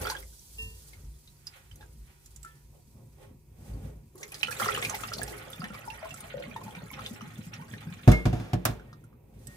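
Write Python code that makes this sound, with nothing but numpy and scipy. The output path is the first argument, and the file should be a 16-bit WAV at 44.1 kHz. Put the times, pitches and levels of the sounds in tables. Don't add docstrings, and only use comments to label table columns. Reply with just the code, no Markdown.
import sys
import numpy as np
from scipy import signal
from scipy.fft import rfft, irfft, next_fast_len
from scipy.io import wavfile
from scipy.ndimage import uniform_filter1d, map_coordinates

SR = 44100
rng = np.random.default_rng(int(sys.argv[2]) if len(sys.argv) > 2 else 0)


def wrap_up_sound(samples):
    columns = np.atleast_2d(samples).T
    tamed = np.clip(columns, -1, 1)
    steps = np.round(tamed * 32767).astype(np.int16)
    wavfile.write(sys.argv[1], SR, steps)


N = 421596
TIME = np.arange(N) / SR

# [t/s, slosh level/dB, trickle level/dB, fizz level/dB]
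WATER_FLOW = [(0, -37, -38.5, -38.5), (.12, -59, -50, -45), (.17, -57, -52, -56), (.2, -68, -63, -52.5),
              (.35, -78.5, -90, -53), (.85, -72.5, -71, -56), (1.05, -76.5, -75, -61.5),
              (3.1, -83, -80, -68), (3.45, -79, -97, -72.5), (4.12, -80, -83, -71), (4.18, -59.5, -65, -59),
              (4.46, -57.5, -52.5, -50), (4.63, -45.5, -39, -38.5), (4.8, -47.5, -38.5, -43),
              (5.08, -56, -47, -48.5), (5.22, -47, -48.5, -44), (5.44, -58, -49.5, -56),
              (6.17, -61.5, -51, -54.5), (6.4, -55, -54.5, -60), (6.9, -61.5, -52.5, -59.5),
              (7.08, -53, -51, -54.5), (7.36, -67, -56.5, -60), (8.05, -61.5, -55, -60),
              (8.78, -56, -62.5, -74), (9.05, -71, -75.5, -76), (9.56, -64.5, -98, -103)]
# [peak t/s, length/s, slosh level/dB, trickle level/dB, fizz level/dB]
HAND_SWEEPS = [(.62, 0.45, -79, -74, -54.5), (.96, 0.16, -67.5, -68, -74), (1.56, 0.18, -90, -57.5, -64),
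               (1.82, .12, -62, -64, -65), (2.1, 0.13, -77, -62.5, -79), (2.25, 0.18, -84, -72, -61),
               (2.47, 0.21, -75, -65, -62), (2.75, 0.092, -63, -79, -69), (2.99, 0.14, -62.5, -81, -78),
               (3.23, 0.094, -54, -59.5, -61), (3.69, 0.22, -55, -61.5, -58),
               (3.85, 0.16, -54.5, -61.5, -60.5), (9.53, 0.28, -71, -63, -57)]
# [f/Hz, level/dB]
SLOSH_COLOUR = [(150, -45), (250, -3), (307, 3), (563, 0.5), (645, -6), (1100, -9), (1430, -19.5),
                (2420, -120)]
TRICKLE_COLOUR = [(470, -37), (800, -6.5), (1010, -18), (1090, -6.5), (1340, -3.5), (1560, -5.5),
                  (2430, -4.5), (4200, -13.5), (5460, -53), (9240, -120)]
FIZZ_COLOUR = [(2060, -15.5), (3500, -5.5), (5050, -1), (7300, -2), (8040, 2.5), (11900, -3.5), (15000, -1),
               (15800, -20.5), (16300, -38)]
TAP_OFF_S, POUR_S, POUR_END_S = 0.25, 4.15, 8.07
SLAPS_FALLING, SLAPS_STIRRED = .95, .25


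def water():
    slosh_gain, trickle_gain, fizz_gain = swells(HAND_SWEEPS, curves(WATER_FLOW))
    falling = (TIME < TAP_OFF_S) | ((TIME > POUR_S) & (TIME < POUR_END_S))
    broken = uniform_filter1d(np.where(falling, SLAPS_FALLING, SLAPS_STIRRED), size=SR // 16)
    shared = spurts(rate=20, t60=0.048, spread_db=0.0)

    def flow(even, own):
        return 1 - broken + broken * unit(even + .6 * shared + own)

    def deep(hz):
        return 1 / (1 + (hz / 2000) ** 4)

    large = flow(.4, spurts(rate=22, t60=0.13, spread_db=4.0)) * pair(TRICKLE_COLOUR)
    small = flow(0.12, spurts(rate=27, t60=0.06, spread_db=8.0)) * pair(TRICKLE_COLOUR)
    bed = filtered(large, lambda hz: np.sqrt(deep(hz)))
    bed += filtered(small, lambda hz: np.sqrt(1 - deep(hz)))

    slosh = 0.69 * broken * bubbles(
        count=900, centre_hz=515, octaves=.5, cycles=17.4, spread_db=7, size=2400)
    slosh += 0.76 * flow(0.16, spurts(rate=28, t60=0.03, spread_db=3.5)) * pair(SLOSH_COLOUR)
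    trickle = .7 * broken * bubbles(
        count=2400, centre_hz=1918, octaves=0.719, cycles=36.5, spread_db=9.0, size=1500)
    trickle += .72 * bed
    fizz = 0.57 * broken * bubbles(
        count=3500, centre_hz=8520, octaves=.65, cycles=48, spread_db=4.5, size=600)
    fizz += 0.67 * flow(0.44, spurts(rate=48, t60=0.1, spread_db=7)) * pair(FIZZ_COLOUR)
    return slosh_gain * slosh + trickle_gain * trickle + fizz_gain * fizz


# [t/s, level/dB, bubble f/Hz, spray f/Hz, spray level/dB, left-right level/dB]
DROPS = [(.0516, -26, 1330, 4270, -13, 3), (0.069, -23.5, 1430, 4500, -1.5, 1),
         (0.0992, -24, 1524, 4440, 5, -2), (.117, -26, 1000, 1500, -9, 3),
         (0.15, -32.5, 1620, 2200, -16, -14), (.166, -33, 3270, 1600, -9, 3),
         (.2015, -59, 6160, 12700, 16, -11), (0.227, -44, 2060, 2050, -20, 10),
         (0.9327, -46.5, 2130, 4190, -4, 17), (1.2747, -48.5, 3910, 4140, 7, 3),
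         (1.469, -29, 4950, 4970, -10, -3), (1.713, -47.5, 3050, 1910, -3, -15),
         (1.7574, -51, 6500, 11400, 7, -2.5), (1.809, -47, 1700, 3850, 2, 0),
         (1.827, -43.5, 1580, 8390, -21, -3), (2.2592, -41, 7130, 7350, -8, -3),
         (2.361, -41.5, 7100, 7700, 0.5, -10.5), (2.43, -44, 7640, 7730, -20, -19.5),
         (2.448, -40, 1395, 8100, -0.5, 12), (4.155, -49, 1100, 11200, 5, 0),
         (4.2297, -29.5, 2100, 6000, 1, -1), (4.3197, -33.5, 2480, 9800, -2, 1),
         (4.3426, -35, 4930, 4730, 7.5, -3), (4.4306, -16, 2550, 2970, 1.5, -7.5),
         (4.4712, -36, 2940, 2990, -22, -23), (4.483, -24, 1380, 2800, -21, 2),
         (4.511, -36, 1640, 2690, -15, 2), (4.525, -34, 2480, 4080, -18, -19),
         (4.5983, -22.5, 1360, 3520, -7, -9), (4.6198, -19, 1210, 2790, -19, 7),
         (4.643, -25, 1330, 3000, 3, 4), (4.66, -20.5, 1170, 2800, -10, 2),
         (4.6871, -16, 1324, 2820, -13, 2), (4.7753, -23, 1210, 2830, -19, 8),
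         (4.8254, -19.5, 2140, 3100, -0.5, -3.5), (4.849, -18.5, 2420, 4500, -5, 3),
         (4.8958, -29.5, 1200, 6500, 9.5, -5), (4.945, -26, 2006, 4170, -1, 4),
         (5.035, -28, 1250, 2980, 0, 18), (5.118, -28.5, 1340, 5730, -28, 0),
         (5.1349, -28.5, 5040, 4540, 9, 0), (5.184, -30.5, 4450, 4520, -1, 6),
         (5.216, -25, 1680, 3140, -14, 1), (5.231, -30.5, 8640, 8700, 2, -12),
         (5.2777, -38, 2490, 4700, 6, -2), (5.501, -39, 1280, 11800, 4, 1),
         (5.532, -37, 3460, 3480, -10, -13), (5.618, -28.5, 1290, 2700, -12, -2),
         (5.6405, -27, 1810, 2650, 2, -.5), (5.704, -36, 1360, 2830, -23, 5),
         (5.7483, -33.5, 1180, 5040, -7, 4), (5.9022, -41, 2690, 2620, -29, -27),
         (6.0202, -39, 970, 3850, -15, 4), (6.055, -33, 1026, 2600, -8, 3),
         (6.107, -34.5, 2690, 2700, 1, -2), (6.141, -37.5, 1320, 8040, 5, -5),
         (6.2053, -32, 8940, 9740, -20, 2), (6.5618, -24.5, 936, 2640, -8, 1),
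         (6.614, -36.5, 1030, 2500, -16, 3), (6.663, -37, 880, 3340, -25, -1),
         (6.68, -31, 844, 3300, -20, 2), (6.7497, -34.5, 2360, 2610, -19, 1),
         (6.9124, -38, 1020, 12100, -0.5, -.5), (6.992, -30, 1260, 2800, -7, 11),
         (7.062, -28, 3550, 3720, -1, 2), (7.21, -33, 1210, 3600, -24, 4),
         (7.538, -40, 5570, 5590, -25, -10), (7.7366, -32, 1820, 3300, -18, -4),
         (8.796, -43, 1490, 2760, -25, -8), (8.9288, -40.5, 1220, 4470, -4.5, 3),
         (9.039, -53.5, 1390, 8700, 2, -3), (9.128, -53, 1200, 2500, -15, 2),
         (9.4701, -36, 8040, 8160, -24, -12)]
# [t/s, level/dB, f/Hz]
AIR_POCKETS = [(.097, -30.5, 850), (3.763, -38, 220), (4.151, -38.5, 353), (4.481, -36, 485),
               (4.614, -29.5, 780), (4.665, -28, 407), (4.775, -31.5, 453), (4.838, -36, 430),
               (4.903, -33, 740), (4.941, -28.5, 793), (5.193, -31, 730), (5.594, -23, 160),
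               (5.632, -25, 199), (5.702, -29, 197), (6.341, -26.5, 540), (6.371, -30, 547),
               (6.397, -31, 547), (6.428, -42, 544), (6.475, -30, 220), (6.659, -30.5, 207),
               (6.772, -26.5, 176), (6.829, -29.5, 166), (6.927, -38, 253), (7.109, -24.5, 213),
               (7.222, -27.5, 208), (7.27, -30.5, 163), (7.387, -31, 217), (7.467, -25, 160),
               (7.606, -33, 171), (7.732, -30, 187), (7.868, -20, 158), (7.915, -26, 167)]
DRIBBLE_S, DRIBBLE_DB, DRIBBLE_HZ = 4.8, -50.5, 1890
GULP_T60_S, GULP_SMALL_HZ = 0.077, 900


def splashes():
    out, t = np.zeros((2, N)), TIME[:SR // 6]

    def band(hz, width, x):
        edges = [hz / width, min(hz * width, 20000)]
        return signal.lfilter(*signal.butter(1, edges, "band", fs=SR), x)

    fade = amp(-60 * t / 0.031) * (1 - np.exp(-t / 0.0009))
    dribble = [(rng.uniform(DRIBBLE_S, POUR_END_S), DRIBBLE_DB + 1.8 * a, DRIBBLE_HZ * 2 ** (.4 * b),
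                3300 * 2 ** (0.59 * c), -4 + 5 * d, 8 * e)
               for a, b, c, d, e in rng.standard_normal((30, 5))]
    for s, db, hz, spray_hz, spray_db, pan in DROPS + dribble:
        hiss = rng.standard_normal((3, len(t)))
        snap = 0.62 * band(hz, 1.65, hiss[0])
        mist = band(10000 * 2 ** rng.uniform(-0.076, 0.42), 1.03, hiss[2])
        spray = amp(spray_db) * (1.6 * band(spray_hz, 1.12, hiss[1]) + 0.32 * mist)
        rough = 1 + 0.26 * np.cos(2 * np.pi * hz * rng.uniform(0.035, .12) * t)
        note = bubble(hz, 0.031, 0.023, len(t), 0.8) * rough
        gain = amp(db + np.array([[pan / 2], [-pan / 2]]))
        add(out, s, gain * (0.72 * note + fade * (snap + spray)))
    for s, db, hz in AIR_POCKETS:
        t60 = GULP_T60_S / (1 + hz / GULP_SMALL_HZ)
        add(out, s, amp(db) * bubble(hz, t60, 0.063, len(t), 1.0)[None])
    return out


# [t/s, level/dB, boom level/dB, clatter level/dB, crack level/dB, rattle t60/s]
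KNOCKS = [(8.076, -1, -10.5, -24.5, -48, 0.19), (8.117, -12.5, -21, -12, -16.5, 0.23),
          (8.255, -11.5, -7.5, -16.5, -44, 0.18), (8.329, -18.5, -19, -19.5, -41, 0.6),
          (8.399, -28.5, -17, -14.5, -33, 1), (8.533, -14.5, -16, -14, -39, 0.076),
          (8.6525, -25, -14, 7, 8, 0.26), (8.688, -23, -11, -18, -34, 0.17)]
# [f/Hz, level/dB, t60/s]
SINK_TONES = [(53.6, 6, 0.27), (111.4, 2.5, 0.12), (135.3, -4.5, 0.14), (179.8, -13, 0.3),
              (238, -5.5, 0.084), (329, -13, 0.1), (472, -14.5, 0.091), (612, -16.5, 0.062),
              (715, -9.5, 0.04)]


def thumps():
    out, t = np.zeros((2, N)), TIME[:SR // 2]
    low = signal.butter(1, [60, 450], "band", fs=SR)
    mid = signal.butter(1, [400, 1500], "band", fs=SR)
    high = signal.butter(2, 2500, "high", fs=SR)
    for s, db, boom_db, clatter_db, crack_db, rattle in KNOCKS:
        level_db = np.array([g for _, g, _ in SINK_TONES]) + rng.normal(0, 1, len(SINK_TONES))
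        level_db[0] += boom_db
        ring = sum(amp(g - 60 * t / t60) * -np.sin(2 * np.pi * hz * t)
                   for (hz, _, t60), g in zip(SINK_TONES, level_db))
        hiss = rng.standard_normal(len(t)) + 2.35 * rng.standard_normal((2, len(t)))
        tail = amp(-60 * t / rattle)
        shudder = signal.lfilter(*low, rng.standard_normal(len(t)) + .04 * hiss)
        shudder = 0.35 * amp(-60 * t / (1.46 * rattle)) * shudder
        clatter_fade = amp(-60 * t / 0.053) + 0.24 * tail
        clatter = amp(clatter_db + 0.5) * clatter_fade * signal.lfilter(*mid, hiss)
        crack_fade = amp(-60 * t / 0.037) + 0.059 * tail
        crack = amp(crack_db - 8.5) * crack_fade * signal.lfilter(*high, hiss)
        onset = 1 - np.exp(-t / 0.0032)
        add(out, s, amp(db) * ((1.03 * ring + shudder) * onset + clatter + crack))
    return out


# [f/Hz, level/dB, t60/s]
GLASS_TONES = [(443, -2, 0.65), (1000, -12.5, 0.72), (1809, -6, 0.54), (2750, 19, 0.32), (3850, -4, .15),
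               (5100, 0, 0.11)]
# [t/s, level/dB]
KNUCKLE = [(.582, -49)]
# [t/s, level/dB, f/Hz, t60/s]
LONE_NOTES = [(2.442, -39.5, 1336, 0.19), (2.453, -52, 1760, .4), (8.122, -21.5, 2143, 0.27),
              (8.872, -60.5, 1850, 0.48), (9.47, -52.5, 1860, 0.78)]


def bowl():
    out, t = np.zeros((2, N)), TIME[:SR // 2]
    knock = [(s, db + g, hz, t60) for s, db in KNUCKLE for hz, g, t60 in GLASS_TONES]
    for s, db, hz, t60 in knock + LONE_NOTES:
        onset = 1 - np.exp(-t / 0.0099)
        add(out, s, amp(db - 60 * t / t60)[None] * np.sin(2 * np.pi * hz * t) * onset)
    return out


# [peak t/s, length/s, boom level/dB, drum level/dB]
LOAD_SHIFTS = [(.01, 0.067, -26.5, -40), (0.194, 0.18, -43, -62), (0.648, 0.12, -31, -51.5),
               (1.024, 0.2, -39, -57.5), (1.3, .15, -65, -64), (1.734, 0.082, -39.5, -66),
               (1.83, 0.23, -47, -57), (2.02, 0.12, -42, -58), (2.372, 0.13, -44, -64),
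               (2.707, 0.12, -42.5, -64), (2.954, 0.11, -44.5, -49.5), (3.092, 0.29, -50.5, -54),
               (3.32, 0.12, -42.5, -51.5), (3.764, 0.22, -31, -40), (3.864, 0.15, -58, -41),
               (4.044, 0.11, -52, -52), (9.485, 0.36, -44, -52)]
# [t/s, boom level/dB, drum level/dB]
SHAKING = [(0, -82, -67.5), (4.1, -86, -67.5), (4.46, -56, -54), (4.76, -51, -45.5), (5.24, -50, -46.5),
           (5.5, -56, -53), (6.16, -52, -53), (6.5, -60, -48.5), (7.07, -57, -48), (7.45, -81, -45.5),
           (8.05, -62, -47.5), (8.78, -51, -48), (9.099, -78, -55), (9.56, -59, -63)]
# [f/Hz, width/Hz, level/dB]
BOOM_PEAKS = [(55.4, 9.5, 0), (83.8, 22.6, -8.5)]
DRUM_PEAKS = [(113, 33, 4.5), (146.7, 29, 0.5), (199.3, 56, -2), (236, 140, -21.5)]


def steel_drone():
    out = 0
    gains = swells(LOAD_SHIFTS, curves(SHAKING))
    for gain, peaks, lumps_db in zip(gains, (BOOM_PEAKS, DRUM_PEAKS), (2.5, 3.5)):
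        def ring(f):
            return sum(amp(g) * 1j * f * w / (c * c - f * f + 1j * f * w) for c, w, g in peaks) ** 2
        lumpy = amp(lumps_db * wobble(25)) * rng.standard_normal(N)
        out = out + gain * unit(filtered(lumpy, ring))
    return out * amp([[.3], [-.3]])


# [f/Hz, t60/s]
WALL_ECHO = [(100, 0.53), (1000, 0.14), (5000, 0.095), (15000, 0.018)]


def basin(x):
    hz, t, z = signal.stft(rng.standard_normal((2, SR // 3)), SR, nperseg=256)
    fade = amp(-60 * t / along(WALL_ECHO, hz)[:, None])
    tail = signal.istft(z * fade * (hz[:, None] > 200), SR, nperseg=256)[1]
    return signal.fftconvolve(x.mean(0)[None], tail / np.linalg.norm(tail[0]), axes=1)[:, :N]


# [f/Hz, level/dB]
ROOM_COLOUR = [(15, -32), (25, 7.5), (74, 7), (150, -6.5), (258, -21), (377, -8.5), (805, -82.5),
               (922, -18.5), (1310, -43), (2580, -25.5), (4100, -72.5), (4950, -63), (14700, -28),
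               (16300, -47)]
# [f/Hz, level/dB]
HUM_TONES = [(145.3, -67), (960, -87.5)]
KITCHEN_DB = -58


def kitchen():
    hum = 0
    for hz, db in HUM_TONES:
        level = amp(db + 5.5 + 2.5 * wobble(14.0))
        hum = hum + level * np.sin(2 * np.pi * hz * TIME + hz / 350 * wobble(15))
    return amp(KITCHEN_DB) * pair(ROOM_COLOUR) + hum


def bubble(hz, t60, rise, size, swell):
    t = np.arange(size) / SR
    envelope = amp(-60 * t / t60) * (1 - np.exp(-t * hz / swell))
    return envelope * np.sin(2 * np.pi * hz * t * (1 + rise * t / t60))


def bubbles(count, centre_hz, octaves, cycles, spread_db, size):
    when = rng.random(count)
    pitch, big, pan = rng.standard_normal((3, count))
    hz = np.clip(centre_hz * 2 ** (octaves * pitch), 60, 15000)[:, None]
    rows = bubble(hz, cycles / hz, 0.054, size, 3.9) * amp(spread_db * np.abs(big))[:, None]
    where = ((when * N).astype(int)[:, None] + np.arange(size)).ravel()
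    sides = [np.bincount(where, (rows * amp(side * 7.0 * pan)[:, None]).ravel(), N + size)[:N]
             for side in (1, -1)]
    return unit(np.array(sides))


def spurts(rate, t60, spread_db):
    size_db = spread_db * rng.standard_normal(N)
    hits = (rng.random(N) < rate / SR) * amp(size_db)
    slaps = signal.lfilter([1], [1, -amp(-60 / (t60 * SR))], hits)
    return uniform_filter1d(slaps, size=150)


RISE_DB, FALL_DB = 21.5, 17.5


def swells(rows, steady_db):
    s, length, *peaks = np.transpose(rows)[:, :, None]
    coarse = TIME[::64]
    late = (coarse - s) / length
    shape_db = np.where(late < 0, RISE_DB * late, -FALL_DB * late)
    gains = []
    for peak, db in zip(peaks, steady_db):
        events = np.sqrt(np.sum(amp(2 * (peak + shape_db)), 0))
        gains.append(np.hypot(amp(db), np.interp(TIME, coarse, events)))
    return gains


# [f/Hz, likeness from 0 to 1]
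LIKENESS = [(60, 0.93), (200, 0.43), (500, 1), (1500, 0.2), (6000, 0.057), (15000, .4)]


def pair(spectrum):
    def split(hz):
        turn = np.arccos(np.clip(along(LIKENESS, hz), 0, 1)) / 2
        return amp(along(spectrum, hz)) * [np.cos(turn), np.sin(turn)]
    mid, side = filtered(rng.standard_normal((2, N)), split)
    return unit(np.array([mid + side, mid - side]))


def amp(db):
    return 10 ** (np.asarray(db) / 20)


def unit(x):
    return x / np.sqrt(np.mean(x ** 2) + 1e-20)


def along(points, hz):
    f, v = np.transpose(points)
    return np.interp(np.log(hz + 1), np.log(f + 1), v)


def curves(rows):
    s, *cols = np.transpose(rows)
    return [np.interp(TIME, s, c) for c in cols]


def wobble(rate):
    return map_coordinates(rng.standard_normal(int(N * rate / SR) + 4), [TIME * rate])


def filtered(x, response):
    m = next_fast_len(N + SR // 2)
    return irfft(rfft(x, m) * response(np.fft.rfftfreq(m, 1 / SR)), m)[..., :N]


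def add(track, s, sound):
    part = track[:, round(s * SR):][:, :sound.shape[-1]]
    part += sound[..., :part.shape[1]]


LEAD_S = 8 / 44100


def scene():
    hits, wet, knocks = splashes(), water(), thumps()
    sink = hits + wet + knocks + bowl() + steel_drone()
    sink += amp(-6.5) * basin(knocks) + amp(-4.5) * basin(hits) + amp(-2.5) * basin(wet)
    sides = np.array([[1], [-1]])
    return filtered(sink, lambda hz: np.exp(1j * np.pi * hz * LEAD_S * sides)) + kitchen()


TOP_HZ = 16450


def record(dry):
    def response(hz):
        tilt = amp(along([(200, 0.3), (4000, 1.07), (15000, 1.1)], hz) * np.array([[-1], [1]]))
        bass = (1j * hz / (1j * hz + 36)) ** 3
        treble = amp(along([(9000, 0.5), (12000, 1.5), (15300, -1.0), (15800, -6.5), (16300, -42)], hz))
        return tilt * bass * treble * (hz < TOP_HZ)
    return filtered(dry, response)


dry = scene()
out = record(dry)
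wrap_up_sound(out)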